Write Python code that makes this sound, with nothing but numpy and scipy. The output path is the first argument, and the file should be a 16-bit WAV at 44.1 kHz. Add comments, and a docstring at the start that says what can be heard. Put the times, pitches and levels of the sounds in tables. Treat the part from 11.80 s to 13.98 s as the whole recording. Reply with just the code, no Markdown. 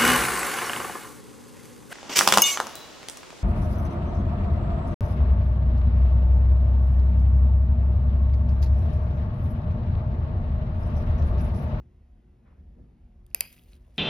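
"""A steel surgical clamp is squeezed shut close by: two ratchet teeth snap home, with tiny ticks around them.
Each blow rings a bank of short-lived sine modes with a gritty scrape; a small clinic room adds a noise tail.
A gloved hand rustles over a paper drape as crinkled hiss, and soft brushes are dull swells of noise.
Below lie ventilation rumble and hiss, made of shaped noise, and a wavering mains hum of sines."""
import sys
import numpy as np
from scipy import signal
from scipy.fft import rfft, irfft, next_fast_len
from scipy.io import wavfile
from scipy.ndimage import uniform_filter1d

SR = 44100
rng = np.random.default_rng(int(sys.argv[2]) if len(sys.argv) > 2 else 0)


def master_out(mix):
    """Clip the mix to full scale and print it as 16-bit PCM to the path in sys.argv[1]."""
    frames = np.transpose(np.atleast_2d(mix))
    ceiling = np.clip(frames, -1, 1)
    pcm = np.round(ceiling * 32767).astype(np.int16)
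    wavfile.write(sys.argv[1], SR, pcm)


def linear_from_db(decibels):
    """Turn decibels (scalar or array-like) into linear amplitude factors; 0 gives 1."""
    return 10 ** (np.asarray(decibels, float) / 20)


N = 96138

# Steel modes of the clamp, damped by the hand: pitch_hz, relative level_db, t60_s
STEEL_MODES = [(320, -18, .012), (610, -10, .014), (980, -10, .011), (1450, -11, .004), (1900, -8, .006),
               (2620, -1.5, .0075), (3150, -11, .006), (3550, -11, .005), (4050, -18, .006),
               (4720, -9, .011), (5100, -10, .007), (5900, -14, .006), (6550, -10, .005), (7150, -4, .004),
               (7800, -2, .003), (8700, -5, .0036), (9780, 1, .0033), (10950, -12, .006),
               (12050, -3, .0045), (13060, -12, .005), (13360, -1, .003), (14100, 8, .0035),
               (15280, -4, .004), (16150, -16, .004)]
# Steel meets steel, a ratchet tooth lands and rebounds: start_s, level_db, centre_hz, spread_octaves
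STEEL_BLOWS = [(1.465, -44.5, 9500, 0.47), (1.4644, -58, 3600, 0.23), (1.503, -57, 6600, 0.64),
               (1.513, -58.5, 2600, 0.27), (1.54632, -27, 2500, 1.3), (1.5467, -4, 11000, 1.5),
               (1.54785, -19, 2200, 1.4), (1.5482, -40, 330, .6), (1.60672, -24, 2500, 1.3),
               (1.607, -3, 12000, 1.7), (1.6073, -5, 14900, .08), (1.6077, -13, 6500, .5),
               (1.60825, -14, 2800, 1.5), (1.609, -37, 380, .6), (1.7274, -34, 10380, 0.65),
               (1.78, -46, 2600, 0.34), (1.786, -52, 3900, 0.42), (1.794, -48, 3100, 0.094),
               (1.836, -50.5, 4450, 1.1), (1.9322, -47, 2650, 0.1), (1.933, -45, 4100, 0.11),
               (2.079, -53, 635, 0.43)]
# How long the room rings: frequency_hz, t60_s
ROOM_DECAY = [(300, 0.44), (1000, 0.16), (2500, 0.32), (5000, 0.3), (9000, 0.14), (15000, 0.9)]
# Colour of the room tail at its start: frequency_hz, relative level_db
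ROOM_COLOUR = [(300, 7), (650, 8), (1300, 2.5), (2000, 2), (2800, -0.5), (3500, 3), (5000, 0.5),
               (7000, -3.5), (10000, -7.5), (12000, -9), (13500, -27.5), (15500, -16.5)]
# Hand and paper moving: time_s, level_db
HAND_MOVES = [(1.44, -99), (1.47, -85), (1.7, -64), (1.74, -60.5), (1.8, -72.5), (1.86, -74), (1.92, -68.5),
              (1.966, -67), (1.98, -82.5), (2.05, -81), (2.13, -79.5), (2.155, -72.5), (2.18, -65)]
# Colour of the papery hiss: frequency_hz, relative level_db (per Hz)
PAPER_COLOUR = [(500, -23), (1000, -8), (2700, 2), (4500, -4.5), (7000, -6), (10000, -4), (14500, -13),
                (16500, -11)]
# Soft dull brushes and bumps further off: peak_s, level_db, rise_s, fall_s, top_hz
BRUSH_MOVES = [(0.679, -64, 0.026, 0.077, 2330), (0.841, -60.5, 0.16, .045, 312),
               (1.012, -50.5, 0.041, 0.07, 185.5), (1.0, -59.5, 0.048, .05, 475),
               (1.188, -59.5, 0.1, 0.062, 198.4), (2.079, -71, 0.0032, 0.028, 910)]
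# Colour of the brushes: frequency_hz, relative level_db (per Hz)
BRUSH_COLOUR = [(60, -27), (130, -5), (200, -12.5), (600, -11), (1200, -16), (3000, -23.5)]
# Uneven level of the low rumble: time_s, level_db
RUMBLE_LEVEL = [(0.0, -44.5), (0.07, -53.5), (0.389, -52), (0.409, -60.5), (0.54, -54), (0.56, -62.5),
                (0.68, -55.5), (0.76, -48.5), (0.79, -52.5), (0.811, -46.5), (1.2, -58.5), (1.24, -45.5),
                (1.289, -57), (1.38, -48), (1.82, -65), (1.85, -51), (1.999, -50), (2.18, -57)]
# Duct resonances: frequency_hz, relative level_db (per Hz)
DUCT_RESONANCES = [(15, -45), (28, -26), (38, -8), (46, -11), (53, 0), (62, -12), (72, -7), (85, -16),
                   (110, -40), (200, -120)]
# Colour of ventilation and room hiss: frequency_hz, relative level_db (per Hz)
AIR_COLOUR = [(40, -35), (80, -8), (110, 2.6), (200, 0.7), (350, -11), (600, -15.5), (1200, -25.5),
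              (2500, -30.5), (4500, -39.5), (7000, -43), (10000, -45.5), (13000, -50), (16000, -64.5)]
# Mains hum, before its waver and lift: pitch_hz, level_db
MAINS_HUM = [(120, -73.5), (240, -76.5), (360.5, -78), (721, -88)]
# Left-right likeness of diffuse sound: frequency_hz, likeness (1 = identical)
LIKENESS = [(30, .99999), (70, .9995), (150, .96), (290, .85), (640, .4), (1400, .3), (2300, .8),
            (4000, .9), (7500, .95), (16000, .9)]
# Phase between the two microphone ports: frequency_hz, left_lead_radians
PORT_PHASE = [(0, 0), (150, -.03), (550, -.55), (1500, -.7), (2350, .85), (4600, .8), (5050, -.1),
              (5600, .6), (7600, 3.1), (10800, 6.1), (11800, 6.5), (14300, 9.4), (16000, 10.5), (22050, 14)]
# Balance between the two ports: frequency_hz, left_over_right_db
PORT_BALANCE = [(70, 0), (200, 1.4), (600, 1.8), (1200, .1), (16000, 0)]
# Random patchiness of each diffuse layer: layer name, spread_db
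PATCHINESS = {"room": 1.2, "paper": 2., "brush": 2., "air": 1.6}


def evened(x):
    """Scales a signal to an rms of one."""
    return x / np.sqrt(np.mean(x ** 2) + 1e-20)


def read_curve(points, hz):
    """Reads a table between its points on a logarithmic frequency axis."""
    f, value = np.transpose(points)
    return np.interp(np.log(hz + 1), np.log(f + 1), value)


def follow(points):
    """Turns a table of time_s, level_db into a gain for every sample."""
    return linear_from_db(np.interp(np.arange(N) / SR, *np.transpose(points)))


def diffuse(size, field_db, patchy_db):
    """Stereo noise from random short-time spectra; field_db(hz, t) colours it, LIKENESS ties left to right."""
    hop = size // 4
    hz = np.fft.rfftfreq(size, 1 / SR)[:, None]
    t = np.arange(N // hop + 5) * hop / SR
    a, b, c, d, patches = rng.standard_normal((len(t), len(hz), 5)).T
    # level patches smoothed over neighbouring frequencies, then over time
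    patches = uniform_filter1d(patches, size=8, axis=0)
    patches = evened(uniform_filter1d(patches, size=12, axis=1))
    same = np.clip(read_curve(LIKENESS, hz), -1, 1)
    left = a + 1j * b
    right = same * left + np.sqrt(1 - same ** 2) * (c + 1j * d)
    spectra = np.array([left, right]) * linear_from_db(field_db(hz, t) + patchy_db * patches)
    return signal.istft(spectra, nperseg=size, noverlap=size - hop)[1][:, :N]


def clamp():
    """Blows ring the steel modes nearest their centre and add a scrape; rows: direct, towards the walls."""
    contact_s = .00008  # time constant of a blow's rise
    scrape_db, scrape_s = -12, .001  # scrape peak before the blow's level, and its decay
    scatter_s = .006  # each blow reaches the walls by its own path, up to this much later
    room_blur = .3  # the walls hear the steel from all sides: modes blur, as if this much shorter
    length = 2000  # samples kept of a blow
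    out = np.zeros((2, N + length))
    t = np.arange(length) / SR
    hz, mode_db, t60 = np.transpose(STEEL_MODES)[:, :, None]
    sign = (-1.) ** np.arange(len(hz))[:, None]
    grit = rng.standard_normal((len(STEEL_BLOWS), length))
    paths = (scatter_s * SR * rng.random(len(STEEL_BLOWS))).astype(int)
    for (start_s, level_db, centre_hz, octaves), noise, path in zip(STEEL_BLOWS, grit, paths):
        at = int(start_s * SR)
        since = np.maximum(t - (start_s * SR - at) / SR, 0)  # starts between samples
        share = np.exp(-.5 * (np.log2(hz / centre_hz) / octaves) ** 2) * linear_from_db(mode_db)
        rise = 1 - np.exp(-since / contact_s)
        for row, decay_s in enumerate((t60, room_blur * t60)):
            modes = sign * share * linear_from_db(-60 * since / decay_s) * np.sin(2 * np.pi * hz * since)
            ring = modes.sum(0) / np.linalg.norm(share)
            scrape = signal.oaconvolve(noise * np.exp(-since / scrape_s), ring)[:length]
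            scrape = linear_from_db(scrape_db) * scrape / np.abs(scrape).max()
            begin = at + row * path
            out[row, begin:begin + length] += linear_from_db(level_db) * (ring + scrape) * rise
    return out[:, :N]


def room(spread):
    """The walls answer with a dense tail after a short gap, each band dying at its own speed."""
    room_db, gap_s = -7.5, .001

    def dying(hz, t):
        return read_curve(ROOM_COLOUR, hz) - 60 * t / read_curve(ROOM_DECAY, hz)

    tail = diffuse(size=128, field_db=dying, patchy_db=PATCHINESS["room"])[:, :SR // 2]
    tail = tail * (np.arange(SR // 2) > gap_s * SR)
    tail = tail / np.linalg.norm(tail[0])
    return linear_from_db(room_db) * signal.fftconvolve(spread[None], tail, axes=1)[:, :N]


def rustle():
    """Fine crinkles of uneven size roughen a papery hiss that follows the hand."""
    grains_per_s, grain_db = 4000, 2.5  # average density; scale of the random size
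    crinkle_s = .001  # decay of one crinkle
    sizes = linear_from_db(grain_db * np.minimum(rng.exponential(1, N), 5))
    grains = sizes * (rng.random(N) < grains_per_s / SR)
    crinkle = signal.lfilter([1], [1, -np.exp(-1 / (crinkle_s * SR))], grains)
    hiss = diffuse(size=256, field_db=lambda hz, t: read_curve(PAPER_COLOUR, hz),
                   patchy_db=PATCHINESS["paper"])
    return evened(hiss * crinkle) * follow(HAND_MOVES)


def brushes():
    """Dull noise swells and fades for each brush, dark above its top frequency."""
    t = np.arange(N) / SR
    out = np.zeros((2, N))
    for peak_s, level_db, rise_s, fall_s, top_hz in BRUSH_MOVES:
        def dull(hz, t):
            return read_curve(BRUSH_COLOUR, hz) - 10 * np.log10(1 + (hz / top_hz) ** 8)

        noise = evened(diffuse(size=512, field_db=dull, patchy_db=PATCHINESS["brush"]))
        swell = np.exp(-((t - peak_s) / rise_s) ** 2)
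        fade = np.exp(-abs(t - peak_s) / fall_s)
        out += linear_from_db(level_db) * noise * np.where(t < peak_s, swell, fade)
    return out


def rumble():
    """Noise in the low duct resonances, the same in both channels, at an uneven level."""
    steady_s, steady_share = .08, .7  # slow chance swings are evened out over this time, by this share
    spectrum = rng.standard_normal((N // 2 + 1, 2)) @ [1, 1j]
    resonances = linear_from_db(read_curve(DUCT_RESONANCES, np.fft.rfftfreq(N, 1 / SR)))
    noise = evened(irfft(spectrum * resonances, N))
    window = np.hanning(int(2 * steady_s * SR)) / (steady_s * SR)
    slow_power = signal.fftconvolve(noise ** 2, window, "same")
    steady = noise / (abs(slow_power) + .05) ** (steady_share / 2)
    return evened(steady) * follow(RUMBLE_LEVEL)


def air():
    """Ventilation and room hiss: a steady bed of wide, mostly low noise."""
    bed = diffuse(size=2048, field_db=lambda hz, t: read_curve(AIR_COLOUR, hz),
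                  patchy_db=PATCHINESS["air"])
    return linear_from_db(-62.5) * evened(bed)


def hum():
    """Mains hum: sine partials, each wavering in level from its own random phase."""
    t = np.arange(N) / SR
    out = np.zeros(N)
    for pitch_hz, level_db in MAINS_HUM:
        waver_db = 3.5 + 6.5 * np.sin(2 * np.pi * (2.1 * t + rng.random()))  # 2.1 Hz around a lift
        out += linear_from_db(level_db + waver_db) * np.sin(2 * np.pi * (pitch_hz * t + rng.random()))
    return out


def scene():
    """Sums the direct steel, its room tail, the hand and the background."""
    steel, spread = clamp()
    return steel + room(spread) + rustle() + brushes() + rumble() + air() + hum()


def band_limit(x):
    """A steep low-pass at the top of the band."""
    return signal.sosfilt(signal.butter(12, 17170, fs=SR, output="sos"), x)


def record(dry):
    """Two microphone ports hear each frequency with their own phase and balance, up to a treble limit."""
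    edge_hz = 16200
    size = next_fast_len(N + 2000)  # spare samples for the filter's ringing
    hz = np.fft.rfftfreq(size, 1 / SR)
    # half the phase and level difference goes to each side
    phase = np.exp(.5j * np.interp(hz, *np.transpose(PORT_PHASE)))
    half = phase * linear_from_db(.5 * read_curve(PORT_BALANCE, hz))
    treble_limit = 1 / np.sqrt(1 + (hz / edge_hz) ** 60)
    finished = irfft(rfft(dry, size) * np.array([half, 1 / half]) * treble_limit, size)[:, :N]
    return band_limit(finished)


dry = scene()
out = record(dry)
master_out(out)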